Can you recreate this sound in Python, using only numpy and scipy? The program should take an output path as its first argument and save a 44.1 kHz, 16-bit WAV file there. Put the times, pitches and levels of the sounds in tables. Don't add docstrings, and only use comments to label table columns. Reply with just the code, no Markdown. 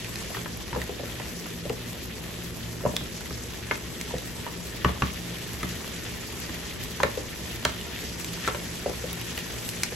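import sys
import numpy as np
from scipy import signal
from scipy.fft import rfft, irfft, next_fast_len
from scipy.io import wavfile

SR = 44100
rng = np.random.default_rng(int(sys.argv[2]) if len(sys.argv) > 2 else 0)


def nominal_scale(level):
    x = np.asarray(level, float) / 20
    return 10 ** x


def put_to_file(sound):
    columns = np.atleast_2d(sound).T
    safe = np.clip(columns, -1, 1)
    whole_steps = np.round(safe * 32767)
    wavfile.write(sys.argv[1], SR, whole_steps.astype(np.int16))


N = 438794


def rms_one(x):
    return x / np.sqrt(np.mean(x ** 2) + 1e-20)


def at_hz(points, hz):
    points = np.array(points)
    return np.interp(np.log(hz), np.log(points[:, 0]), points[:, 1])


def drift(rate_hz):
    r = np.exp(-80 * np.pi * rate_hz / SR)
    noise = rng.standard_normal(N // 40 + 2002)
    slow = signal.lfilter([1], [1, -2 * r, r * r], noise)[2000:]
    return np.interp(np.arange(N) / 40, np.arange(len(slow)), rms_one(slow))


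def grains(per_s, spread_db, bed):
    size_db = spread_db * np.minimum(rng.exponential(1, (2, N)), 6)
    sizes = nominal_scale(size_db) * rng.choice([-1, 1], (2, N))
    clicks = sizes * (rng.random((2, N)) < per_s / SR)
    return rms_one(clicks) + bed * rng.standard_normal((2, N))


def coloured(source, spectrum, patchy_db, shared_db):
    size = next_fast_len(N)
    hz = np.maximum(np.fft.rfftfreq(size, 1 / SR), 1)
    shaped = rfft(source, size) * nominal_scale(at_hz(spectrum, hz))
    low_hz, high_hz = spectrum[0][0], spectrum[-1][0]
    step = 4 / 3 * np.log2(np.clip(hz, low_hz, high_hz) / low_hz)
    out = 0
    for k in range(int(step.max()) + 2):
        weight = np.maximum(1 - np.abs(step - k), 0)
        band = irfft(shaped * weight, size)[:, :N]
        out = out + nominal_scale(patchy_db * drift(20.7)) * band
    return rms_one(out * nominal_scale(shared_db * drift(12)))


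# (time [s], oil vigour [dB], stirring effort [dB])
VIGOUR = [(0.0, -45, -46), (0.33, -41.5, -45), (0.55, -46.5, -49), (1.08, -47, -44.5), (1.3, -44, -45.5),
          (1.55, -47, -47.5), (2.22, -49, -45.5), (2.77, -45.5, -49), (4.13, -45, -46), (4.79, -46, -45.5),
          (5.04, -45.5, -43.5), (6.01, -44, -43.5), (6.2, -44, -44.5), (7.98, -45.5, -43),
          (8.23, -41.5, -48), (8.81, -43.5, -43.5), (9.15, -41.5, -43.5), (9.95, -42, -43.5)]


def vigour():
    s, *controls = np.transpose(VIGOUR)
    t = np.arange(N) / SR
    return [np.interp(t, s, c - c.mean()) for c in controls]


# (frequency [Hz], density [dB per Hz])
SIZZLE = [(1000, -4), (2200, 3), (3600, -2.5), (4500, 2.5), (6000, 3.5), (8000, -1), (9500, -4.5),
          (11000, -3), (16000, -63)]


def sizzle(oil_db):
    return nominal_scale(-43.5 + oil_db) * coloured(grains(4000, 3.4, 0.84), SIZZLE, patchy_db=2.3, shared_db=1.0)


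# (frequency [Hz], density [dB per Hz])
FIZZ = [(4500, -89), (8000, 13.5), (10000, -12), (11500, 7), (13000, -9), (14500, 3.5), (16000, -3.5),
        (19000, 5)]


def fizz(oil_db):
    level_db = -49.5 + 1.1 * oil_db + 1.2 * drift(1.6)
    return nominal_scale(level_db) * coloured(grains(3700, 2.8, 1.8), FIZZ, patchy_db=2.5, shared_db=3.0)


# (middle [s], length [s], level change [dB])
SLIDES = [
    (0.36, 0.038, 5),
    (0.81, .05, 5),
    (3.02, .08, 3.5),
    (4.886, 0.081, 3),
    (5.058, 0.081, 2),
    (7.326, 0.31, -2.5),
    (7.997, 0.071, 0),
    (8.47, .09, 8.5),
    (9.4, .03, 4),
]


def slides_db():
    t = np.arange(N) / SR
    return sum(extra_db * np.exp(-(2 * (t - s) / length) ** 2) for s, length, extra_db in SLIDES)


# (frequency [Hz], density [dB per Hz])
SCRAPE = [(700, -55), (1300, -1), (1650, 0), (1800, 5.5), (2100, 1), (2800, 2), (3450, 2.5), (3900, -0.5),
          (7000, -17)]


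def scrape(stir_db):
    level_db = -43.5 + stir_db + slides_db()
    return nominal_scale(level_db) * coloured(grains(2500, 3.2, 0.67), SCRAPE, patchy_db=2.0, shared_db=1.04)


# (frequency [Hz], density [dB per Hz])
TUMBLE = [(200, -18), (400, 1), (620, 9.5), (720, 5.5), (1100, 6), (1500, -5), (2500, -2)]


def tumble(stir_db):
    level_db = -43 + 0.36 * stir_db
    return nominal_scale(level_db) * coloured(grains(300, 2.53, 0.96), TUMBLE, patchy_db=2.5, shared_db=0.44)


def frying():
    oil_db, stir_db = vigour()
    return sizzle(oil_db) + fizz(oil_db) + scrape(stir_db) + tumble(stir_db)


# (frequency [Hz], density [dB per Hz])
HOOD = [(15, -36), (25, -39), (59, -9), (75, -4.5), (119, -6.5), (174, -6.5), (211, -10.5), (295, -4),
        (354, -1), (487, -5.5), (537, -11.5), (700, -18), (910, -68), (1540, -120)]
# (frequency [Hz], width [Hz], level [dB])
HOOD_TONES = [(63.6, 17.4, -44.5), (117.2, 5, -45.5), (172.5, 4.7, -45), (214, 26, -50), (242.3, 13, -50.5)]


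def hood():
    hz = np.maximum(np.fft.rfftfreq(N, 1 / SR), 1)
    rumble = irfft(rfft(rng.standard_normal((2, N))) * nominal_scale(at_hz(HOOD, hz)), N)
    out = nominal_scale(-37.5 - 6.5) * rms_one(rumble)
    for tone_hz, width_hz, level_db in HOOD_TONES:
        r = np.exp(-np.pi * width_hz / SR)
        poles = [1, -2 * r * np.cos(2 * np.pi * tone_hz / SR), r * r]
        tone = signal.lfilter([1, 0, -1], poles, rng.standard_normal((2, N)))
        out = out + nominal_scale(level_db) * rms_one(tone)
    return out


def struck(modes, gains, t, phases):
    hz, level_db, t60 = np.transpose(modes)[:, :, None]
    envelope = gains[:, None] * nominal_scale(level_db - 60 * t / t60)
    return np.sum(envelope * np.sin(2 * np.pi * hz * t + phases[..., None]), -2)


def puff(noise, low_hz, high_hz, t, t60):
    band = signal.butter(3, [low_hz, high_hz], "band", fs=SR, output="sos")
    burst = signal.sosfilt(band, noise * nominal_scale(-60 * t / t60))
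    return burst / np.abs(burst).max()


def pair_noise(count, apart):
    shared, left, right = rng.standard_normal((3, count))
    return shared + apart * np.array([left, right])


def add(out, sound, s):
    i = round(s * SR)
    out[:, i:i + sound.shape[1]] += sound[:, :N - i]


def snaps(events):
    out, t = np.zeros((2, N)), np.arange(SR // 16) / SR
    for s, peak_db, hz, snap_db, top_db in events:
        noise = pair_noise(len(t), apart=0.16)
        body = 0.52 * struck([(hz, 0, .012)], np.ones(1), t, np.zeros(1))
        body = body + 0.26 * puff(noise, 1010, 3800, t, 0.031)
        snap = nominal_scale(snap_db + 2.5) * puff(noise, 3800, 8970, t, 0.014)
        spray = nominal_scale(top_db + 10.5) * puff(noise, 9300, 2 * 9300, t, .009)
        add(out, nominal_scale(peak_db + 2.5) * (body + snap + spray), s)
    return out


# (time [s], peak [dB], pitch [Hz], sharpness [dB])
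TICKS = [(0.045, -24.5, 2550, -9), (0.157, -26, 2530, -2), (0.8169, -17.5, 1950, -10.1),
         (1.696, -24.5, 2740, -6), (2.9654, -10.5, 3480, -6.5), (4.012, -21.5, 2150, -1.5),
         (4.003, -33, 2100, -4), (4.166, -30, 1900, -12), (3.627, -30, 1700, -11), (4.1828, -24, 3800, -5),
         (4.846, -11.5, 2950, -15), (5.0211, -17, 2750, -17), (9.389, -24, 2500, -5),
         (5.6306, -16.5, 2020, -13), (7.0319, -13, 1850, -8.5), (7.6506, -9.5, 3170, -5.5),
         (7.812, -24, 2960, -8), (8.2453, -25.5, 2400, 2.5), (8.4766, -21.5, 1900, -4),
         (9.6897, -21.5, 2840, 0), (9.8338, -12, 2260, -1)]


def ticks():
    return snaps([(*row, row[-1] - 16) for row in TICKS])


# (frequency [Hz], level [dB], T60 [s])
PAN = [(428, 0.5, 0.13), (516.6, 0.5, 0.12), (626, -2.5, 0.32), (872, 6.5, 0.049), (1016, -5.5, 0.19),
       (1178, -5, 0.31), (1330, -6.5, 0.11), (1730, 2.5, 0.1), (2120, -3, 0.081), (2820, 8.5, 0.044),
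       (3270, 1.5, 0.05), (4220, -56, 0.027), (6070, 11, 0.048)]
# (frequency [Hz], level [dB], T60 [s])
COOKER = [(69.3, 0, 0.32), (128.7, 7.5, 0.085), (179, -1, 0.16), (240.5, 3, 0.097), (320, 0, 0.071)]


def impacts(contacts):
    out, t, pan_hz = np.zeros((2, N)), np.arange(SR // 5) / SR, np.array(PAN)[:, 0]
    for s, body_db, hz, clack_db, thump_db in contacts:
        edge_db = -8.5 + clack_db
        noise, draw = pair_noise(len(t), apart=1.3), rng.random((5, len(PAN)))
        hardness = [(620, 0), (950, .7 * clack_db), (1500, clack_db), (3400, edge_db), (6000, edge_db - 15)]
        gains = nominal_scale(at_hz(hardness, pan_hz) - 19.5 + 2.2 * draw[0])
        ring = struck(PAN, gains, t, 1.8 * draw[1] + 2.27 * draw[3:])
        ring *= nominal_scale(1.5 - 60 * t / .13)
        ring += struck([(hz, at_hz(hardness, hz) / 2 - 1.5, .033)], np.ones(1), t, np.zeros(1))
        onset = (1 - np.exp(-t * hz / 0.39)) ** 2
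        shaken = 0.26 * puff(noise, 288, 710, t, 0.092)
        shaken = shaken + 0.4 * nominal_scale(clack_db) * puff(noise, 960, 1840, t, 0.043)
        crack = .7 * nominal_scale(clack_db) * puff(noise, 900, 2600, t, .014)
        crack = crack + .8 * nominal_scale(edge_db) * puff(noise, 2500, 4400, t, .018)
        thump = struck(COOKER, nominal_scale(3.4 * draw[2, :len(COOKER)]), t, np.zeros(len(COOKER)))
        thump *= 1 - np.exp(-t / .005)
        thump *= nominal_scale(thump_db) / np.abs(thump).max()
        add(out, nominal_scale(body_db + 6.0) * (ring * onset + shaken + crack + thump), s)
    return out


# (time [s], peak [dB], pitch [Hz])
DROPS = [(0.304, -32, 628), (0.893, -22.5, 403), (0.995, -27, 533), (1.034, -28, 535), (1.699, -19, 453),
         (2.837, -31, 554), (2.938, -28, 608), (5.304, -36, 457), (7.045, -19, 437), (7.174, -21.5, 495),
         (7.197, -41, 520), (8.033, -32, 430), (8.86, -18.5, 565), (8.879, -28, 457), (8.894, -22, 370),
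         (9.04, -25.5, 500), (9.922, -29, 490)]


def drops():
    hardness_db, weight_db = -15.5, -17.5
    return impacts([(*row, hardness_db, weight_db) for row in DROPS])


# (time [s], peak [dB], pitch [Hz], hardness [dB])
TAPS = [(0.347, -34.5, 1880, 6), (0.369, -31, 405, 2), (0.458, -34, 604, 5), (0.748, -28, 1000, -9),
        (1.458, -51.5, 398, 17), (2.806, -39, 1010, -2), (3.211, -38, 353, -1), (3.711, -20.5, 2140, 2),
        (4.107, -33, 960, -3), (4.465, -29, 945, -2), (4.477, -37, 860, 2.1), (5.843, -42, 355, 7),
        (8.476, -17.5, 1340, -7), (8.484, -23.5, 1110, -4), (8.374, -40, 912, -1), (8.546, -24.5, 597, -3),
        (9.378, -30.5, 1930, -5)]


def taps():
    weight_db = -24
    return impacts([(*row, weight_db) for row in TAPS])


def kitchen(x):
    t = np.arange(SR // 2) / SR
    tail = rng.standard_normal((2, len(t))) * nominal_scale(-60 * t / .28) * (t > .003)
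    tail = signal.sosfilt(signal.butter(1, [260, 5000], "band", fs=SR, output="sos"), tail)
    tail = tail / np.sqrt(np.sum(tail ** 2) / 2)
    return nominal_scale(-11) * signal.fftconvolve(x, tail, axes=1)[:, :N]


# (time [s], peak [dB], pitch [Hz], spray [dB])
SPITS = [(0.5724, -33, 2370, 0), (1.2186, -30, 2310, -20.1), (1.505, -29, 3450, -21),
         (3.2081, -28.5, 1500, -10), (3.2585, -26, 2030, -20.1), (3.7555, -26, 2540, -19),
         (5.923, -32, 2770, -18), (6.401, -35, 2040, 0.5), (7.9736, -30, 2120, -17),
         (7.9894, -26, 2200, -15), (8.288, -29, 2950, -20.1), (8.333, -27.5, 3330, -10),
         (9.13, -28.5, 3800, -3), (9.2134, -25, 2880, -10), (9.3202, -34, 2900, -18.5),
         (9.3766, -19, 2840, -12)]


def spits():
    snap_db = -8.5
    return snaps([(*row[:-1], snap_db, row[-1]) for row in SPITS])


# (time [s], peak [dB], pitch [Hz], hardness [dB], weight [dB])
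BLOWS = [(0.729, -32, 935, 3, 0.1), (0.761, -19.5, 485, -11, -12), (1.199, -28, 423, -4.5, -14),
         (1.653, -25.5, 554, -31, -9), (2.852, -15.5, 590, -18, -10), (2.861, -18, 995, -15, -17),
         (2.89, -32, 498, -5, 1), (3.009, -30.5, 360, -8, -3), (3.307, -32.5, 460, -3, -4),
         (3.721, -41, 413, -6, 2), (4.138, -23, 503, -15, -8.5), (4.847, -15.5, 1140, -1, -4.5),
         (4.891, -27, 440, -1, -5), (5.021, -19.5, 1155, 1.5, -3), (5.048, -38, 1130, -5, 3),
         (5.632, -28, 1260, -5, -2), (6.493, -31.5, 346, -3, -4), (7.002, -20, 1000, -3.5, -15),
         (7.033, -15, 538, 1, -16), (7.054, -35, 430, -14, -4), (7.652, -21.5, 613, 7.5, -10.5)]


def blows():
    return impacts(BLOWS)


# (frequency [Hz], coherence [0-1])
LIKENESS = [(40, .98), (130, .85), (300, .68), (700, .45), (1500, .52), (3200, .42), (4600, .05),
            (6000, .36), (7200, .45), (8500, .72), (16000, .75)]


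def ports(steady, direct):
    in_step_hz, half_turn_hz, spaced_from_hz = 6100, 2900, 4600
    size = next_fast_len(N)
    hz = np.maximum(np.fft.rfftfreq(size, 1 / SR), 1)
    turn = np.exp(-1j * np.pi * (hz - in_step_hz) / half_turn_hz * (hz > spaced_from_hz))
    alike = at_hz(LIKENESS, hz)
    left, other = rfft(steady, size) * (hz < 15850)
    near = rfft(direct, size)
    right = turn * (alike * left + near[1]) + np.sqrt(1 - alike ** 2) * other
    return irfft(np.array([left + near[0], right]) * nominal_scale([[.2], [-.2]]), size)[:, :N]


def scene():
    struck_sounds = ticks() + drops() + taps() + spits() + blows()
    return ports(frying() + hood(), struck_sounds) + kitchen(struck_sounds)


# (frequency [Hz], share [dB])
PAIR_DROP = [(7900, -30), (8600, -4.9), (9300, -4.3), (10000, -3.9), (10700, -4.5), (11400, -3.2),
             (12700, -3.1), (13400, -2.4), (14100, -3.1), (14800, -3), (15500, -3.9)]


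def joint_stereo(x):
    frame, start, band_bins = 1024, 259, 32
    pair = np.pad([x[0] + x[1], x[0] - x[1]], ((0, 0), (frame - start, 0))) / 2
    hz, _, z = signal.stft(pair, SR, "cosine", 2 * frame, frame)
    starts = np.arange(0, len(hz), band_bins)
    power = np.add.reduceat(np.abs(z) ** 2, starts, axis=1) + 1e-20
    share = nominal_scale(2 * at_hz(PAIR_DROP, hz[starts] + hz[band_bins // 2]))[:, None]
    treble = power[:, hz[starts] > PAIR_DROP[0][0]].sum((0, 1))
    burst = treble > nominal_scale(7.5) * signal.medfilt(treble, 9)
    keep = np.repeat((power > share * power[::-1]) | burst, band_bins, axis=1)[:, :len(hz)]
    whole = signal.istft(z * keep, SR, "cosine", 2 * frame, frame)[1]
    mid, side = whole[:, frame - start:][:, :N]
    return np.array([mid + side, mid - side])


def top_cut(x):
    return signal.sosfilt(signal.butter(12, 16510, fs=SR, output="sos"), x)


def record(dry):
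    low_pass = signal.cheby2(14, 60, 16600, fs=SR, output="sos")
    mix = joint_stereo(signal.sosfilt(low_pass, dry))
    return top_cut(mix)


dry = scene()
out = record(dry)
put_to_file(out)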